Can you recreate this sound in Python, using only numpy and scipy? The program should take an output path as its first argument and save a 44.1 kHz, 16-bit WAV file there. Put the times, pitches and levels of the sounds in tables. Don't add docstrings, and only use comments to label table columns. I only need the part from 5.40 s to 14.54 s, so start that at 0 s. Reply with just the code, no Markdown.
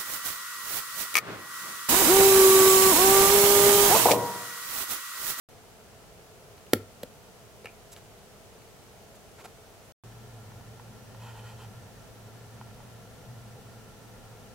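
import sys
import numpy as np
from scipy import signal
from scipy.fft import rfft, irfft, next_fast_len
from scipy.io import wavfile
from scipy.ndimage import uniform_filter1d, map_coordinates

SR = 44100
rng = np.random.default_rng(int(sys.argv[2]) if len(sys.argv) > 2 else 0)


def put_to_file(sound):
    columns = np.atleast_2d(sound).T
    safe = np.clip(columns, -1, 1)
    whole_steps = np.round(safe * 32767)
    wavfile.write(sys.argv[1], SR, whole_steps.astype(np.int16))


N = 403074

# start in seconds, ring in dB, chatter in dB, chatter t60 in seconds.
LEVER_CLICKS = [(1.3343, -5.5, -8, 0.0087), (1.6321, -35, -34, .015), (2.258, -39, -52, .008),
                (2.5647, -41, -52.5, .008)]
# start in seconds, level in dB, pitch in Hz, rise in seconds,
# bench ring in dB.
HOLDER_KNOCKS = [(1.3334, -7, 416, 0.0014, -3.5), (1.3352, -16.5, 215, 0.0027, -22),
                 (1.6325, -28, 523, 0.0027, -28), (1.6322, -37, 226, 0.0039, -42),
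                 (2.2449, -37.5, 480, 0.0033, -32)]
# start in seconds, ring in dB, crack in dB.
STICK_TICKS = [(1.1793, -56, -48.5), (1.267, -60, -49.5), (1.6330, -42, -32.5), (2.2452, -39, -45.5),
               (2.2570, -25, -39), (2.2705, -33, -52), (2.5637, -39, -41.5), (3.2206, -47, -56)]
# start and length in seconds, body in dB, hiss in dB.
STICK_SCRAPES = [(2.517, 0.025, -62, -47.5), (2.569, .022, -53.5, -56), (3.747, .025, -70, -60.5),
                 (3.983, .042, -50.5, -58.5), (4.0407, .026, -44.5, -50)]
# start in seconds, level in dB, t60 in seconds.
RIM_RATTLE = (2.258, -44.5, 0.15)
# start in seconds, level in dB.
FINGER_TAPS = [(5.1183, -44), (5.2086, -45), (5.3963, -38), (5.7464, -40.5), (5.9544, -40), (7.2118, -34),
               (7.4028, -42)]
# start and length in seconds, level in dB.
HAND_SLIDES = [(5.799, 0.14, -51), (5.942, 0.076, -51.5), (6.03, 0.11, -51.5), (6.179, 0.089, -51.5)]

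# frequency in Hz, level in dB, t60 in seconds.
MOVEMENT_MODES = [(715, -19.5, 0.025), (1364, -16.5, 0.041), (1630, -20, 0.022), (1810, -16, 0.022),
                  (2210, -20.5, 0.017), (2700, -18, 0.015), (3250, -20, 0.015), (4480, -11.5, 0.0078),
                  (6400, -19, 0.012), (7290, -19.5, .01), (8940, -22.5, .012), (11730, -26, .014),
                  (13330, -25, .028), (14000, -28, .02), (14700, -23.5, .015)]
BENCH_MODES = [(100.6, -25, .3), (218, -18, .11), (275, -25, 0.18), (442, -30, 0.14), (480, -28, .11)]
STICK_MODES = [(800, -16, 0.022), (1310, -17.5, .035), (1780, -13.5, 0.024), (2275, -8.5, .016),
               (2720, -6.5, .014), (3180, -12.5, 0.0056), (4100, -23, 0.0039), (5200, -23, 0.0092)]
RIM_MODES = [(2000, -8, .012), (2270, -1, .02), (2460, 0.5, .02), (2720, -3, 0.017)]
MAT_MODES = [(872, 2, 0.024), (1030, 0, 0.015), (1400, -3.5, .022), (1890, -10, 0.03), (2500, -5, 0.014),
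             (3100, -2.5, .014), (4250, -5, .005)]
DRONE_MODES = [(113.7, 5, 0.65), (211, -9, 0.11)]
EARLY_MURMUR_MODES = [(425, -0.5, 0.044), (498, -3.5, 0.036), (667, -1, 0.029), (1360, -9.5, .025),
                      (2960, -8, 0.0073), (5800, -14, 0.0032)]
LATE_MURMUR_MODES = [(431, 1, 0.028), (509, -2, 0.042), (670, -3, 0.028), (1368, -6.5, 0.039),
                     (1770, -8, 0.021), (2940, -4.5, .005), (5860, -8, 0.0076)]

# frequency in Hz, relative level in dB.
STEEL_CHATTER = [(300, -29), (1500, -7.5), (4200, 2.5), (6000, -0.5), (10000, -3.5), (13500, 9.5),
                 (16000, 2)]
WOOD_CRACK = [(300, -9.5), (1900, -8), (2750, 6.5), (3500, -5), (4300, 2), (5500, -13), (10000, -11.5),
              (16000, -16)]
SCRAPE_BODY = [(150, -10), (430, -1), (800, -0.5), (1100, -3), (1370, 3), (1650, -8), (2050, -6),
               (4000, -17), (12000, -37.5)]
SCRAPE_HISS = [(1000, -20), (3000, -7), (6300, -4), (7500, 0), (8800, -6.5), (10000, -4.5), (13000, -6.5),
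               (16000, -6)]
EARLY_AIR = [(22, -36.5), (34, -6), (76, -6), (109, -1.5), (145, -5.5), (207, -7), (310, -15.5),
             (420, -10.5), (750, -12), (1100, -17.5), (2300, -20.5), (4100, -23.5), (6500, -23.5),
             (15500, -29.5)]
LATE_AIR = [(22, -35), (30, -2), (40, -0.5), (74, -3.5), (150, -2.5), (215, 0), (320, -13), (500, -9.5),
            (820, -8.5), (1150, -16), (2300, -19.5), (4100, -21.5), (6500, -22.5), (15500, -28)]
TAIL_COLOUR = [(60, -13), (220, 2), (500, 0), (800, -5), (1150, -7), (1370, 1.5), (1650, -7), (2500, -3.5),
               (4300, -6.5), (7500, -3), (10000, -2.5), (13000, -2), (16000, -3)]

# time in seconds, level in dB before DRONE_GAIN_DB.
DRONE_SWELL = [(4.66, -50), (5.16, -49), (5.6, -55), (5.78, -46), (6.44, -49), (6.49, -57), (7.24, -50),
               (7.81, -54), (7.86, -46), (8.54, -56), (8.9, -50), (9.12, -59)]
DRONE_GAIN_DB = 0.8
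# frequency in Hz, t60 in seconds.
ROOM_DECAY = [(100, 0.22), (500, 0.22), (1500, 0.29), (5000, .2), (14000, 0.13)]
# frequency in Hz, left-right correlation from -1 to 1.
AIR_CORRELATION = [(60, 0.54), (150, 0.5), (380, 0.43), (950, 0.51), (2380, -0.053), (5980, 0.041),
                   (15000, -0.092)]
AUDIBLE_SPANS = [(.088, 4.523), (4.637, 9.2)]


def lever():
    out = np.zeros(N)
    for start, ring_db, chatter_db, t60 in LEVER_CLICKS:
        chatter = amp(chatter_db) * crack(STEEL_CHATTER, t60)
        add(out, start, amp(ring_db) * ring(MOVEMENT_MODES) + chatter)
    return out


def holder():
    out, t = np.zeros(N), seconds(.5)
    bench = ring(BENCH_MODES) * (1 - np.exp(-t / 0.017))
    for start, db, hz, rise, bench_db in HOLDER_KNOCKS:
        envelope = (t / rise * np.exp(1 - t / rise)) ** 2
        rock = -envelope * np.sin(2 * np.pi * hz * t)
        add(out, start, amp(db) * rock + amp(bench_db) * bench)
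    return out


def stick():
    out = np.zeros(N)
    for start, ring_db, crack_db in STICK_TICKS:
        add(out, start, amp(ring_db) * ring(STICK_MODES) + amp(crack_db) * crack(WOOD_CRACK, t60=.014))
    body, hiss, grain = noise(SCRAPE_BODY), noise(SCRAPE_HISS), stick_slip(rough_db=0.5)
    for start, length, body_db, hiss_db in STICK_SCRAPES:
        out += stroke(start, length) * grain * (amp(body_db) * body + amp(hiss_db) * hiss)
    return out


def rim_rattle():
    out, t = np.zeros(N), seconds(.5)
    start, db, t60 = RIM_RATTLE
    buzz = resonate(rng.standard_normal(N) * stick_slip(rough_db=1), RIM_MODES)
    add(out, start, buzz[:len(t)] * amp(db - 60 * t / t60))
    return out


def hand():
    taps, t = np.zeros(N), seconds(.5)
    blow = ring(MAT_MODES) * (1 - np.exp(-t / 0.00055))
    tap = filtered(blow, lambda hz: 1 / (1 + 1j * hz / 1700) ** 2)
    for start, db in FINGER_TAPS:
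        add(taps, start, amp(db) * tap)
    friction = rng.standard_normal(N) * stick_slip(rough_db=2)
    rub = resonate(friction, MAT_MODES) + amp(-8.5) * noise(SCRAPE_HISS)
    pressure = sum(amp(db) * stroke(start, length) for start, length, db in HAND_SLIDES)
    return taps + rub * uniform_filter1d(pressure, size=SR // 30)


def drone():
    t = np.arange(N) / SR
    hum = signal.hilbert(resonate(rng.standard_normal(N), DRONE_MODES))
    power = uniform_filter1d(abs(hum) ** 2, size=SR // 8)
    even_hum = unit_rms(hum.real / np.sqrt(power))
    swell = amp(np.interp(t, *np.transpose(DRONE_SWELL)) + DRONE_GAIN_DB)
    return even_hum * swell * waver(depth_db=1.0, step_s=0.13)


def room_tail(x):
    hz, t, bands = signal.stft(rng.standard_normal((2, SR // 2)), SR, nperseg=256)
    decay = amp(-60 * t / curve_at(ROOM_DECAY, hz)[:, None])
    tail = signal.istft(bands * decay, SR, nperseg=256)[1]
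    tail = filtered(tail / np.linalg.norm(tail[0]), lambda hz: amp(curve_at(TAIL_COLOUR, hz)))
    tail[1] += filtered(tail[0] - tail[1], lambda hz: 1 / (1 + (hz / 1200) ** 2))
    delayed = np.pad(x, (SR // 300, 0))
    return signal.fftconvolve(delayed[None], tail, axes=1)[:, :N]


def room_tone(spectrum, modes, air_db, murmur_db):
    spread = lambda hz: np.arccos(curve_at(AIR_CORRELATION, hz)) / 2
    mid = filtered(noise(spectrum), lambda hz: np.cos(spread(hz)))
    side = filtered(noise(spectrum), lambda hz: np.sin(spread(hz)))
    murmur = resonate(rng.standard_normal(N), modes)
    return amp(air_db) * np.array([mid + side, mid - side]) + amp(murmur_db) * murmur


def background():
    low_drone = drone()
    early = room_tone(EARLY_AIR, EARLY_MURMUR_MODES, air_db=-52.5, murmur_db=-58.5)
    late = room_tone(LATE_AIR, LATE_MURMUR_MODES, air_db=-51, murmur_db=-57)
    gap_start = AUDIBLE_SPANS[0][1]
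    return np.where(np.arange(N) / SR < gap_start, early, late + low_drone)


def close_pair(x, lead_s, treble_db):
    left = lambda hz: np.exp(-1j * np.pi * hz * lead_s) * amp(-treble_db * hz / (hz + 1500))
    return filtered(x, lambda hz: np.array([left(hz), 1 / left(hz)]))


def ring(modes):
    t = seconds(.5)
    return sum((-1) ** k * amp(db - 60 * t / t60) * np.sin(2 * np.pi * hz * t)
               for k, (hz, db, t60) in enumerate(modes))


def resonate(force, modes):
    return unit_rms(signal.fftconvolve(force, ring(modes))[:N])


def crack(spectrum, t60):
    t = seconds(.5)
    fade = amp(-60 * t / t60)
    return unit_rms(noise(spectrum, size=len(t)) * fade) * np.sqrt(np.mean(fade ** 2))


def stroke(start, length):
    progress = np.clip((np.arange(N) / SR - start) / length, 0, 1)
    return np.cbrt(4 * progress * (1 - progress))


def stick_slip(rough_db):
    jitter = unit_rms(uniform_filter1d(rng.standard_normal(N), size=44))
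    return unit_rms(amp(rough_db * jitter))


def waver(depth_db, step_s):
    steps = np.arange(N) / SR / step_s
    return amp(depth_db * map_coordinates(rng.standard_normal(512), [steps]))


def noise(spectrum, size=N):
    return unit_rms(filtered(rng.standard_normal(size), lambda hz: amp(curve_at(spectrum, hz))))


def filtered(x, response):
    size = x.shape[-1]
    padded = next_fast_len(size + SR // 4)
    return irfft(rfft(x, padded) * response(np.fft.rfftfreq(padded, 1 / SR)), padded)[..., :size]


def curve_at(points, hz):
    freqs, values = np.transpose(points)
    return np.interp(np.log(hz + 1), np.log(freqs + 1), values)


def add(track, start, sound):
    part = track[round(start * SR):][:len(sound)]
    part += sound[:len(part)]


def amp(db):
    return 10 ** (np.asarray(db) / 20)


def unit_rms(x):
    return x / np.sqrt(np.mean(x ** 2) + 1e-20)


def seconds(length):
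    return np.arange(int(length * SR)) / SR


def scene():
    near = lever() + holder() + stick() + rim_rattle() + hand()
    direct = close_pair(near, lead_s=23e-6, treble_db=0.8)
    return direct + amp(-12.5) * room_tail(near) + background()


def record(dry):
    t = np.arange(N) / SR
    audible = sum((t >= start) & (t < end) for start, end in AUDIBLE_SPANS)
    return filtered(dry * audible, lambda hz: hz < 15850)


dry = scene()
out = record(dry)
put_to_file(out)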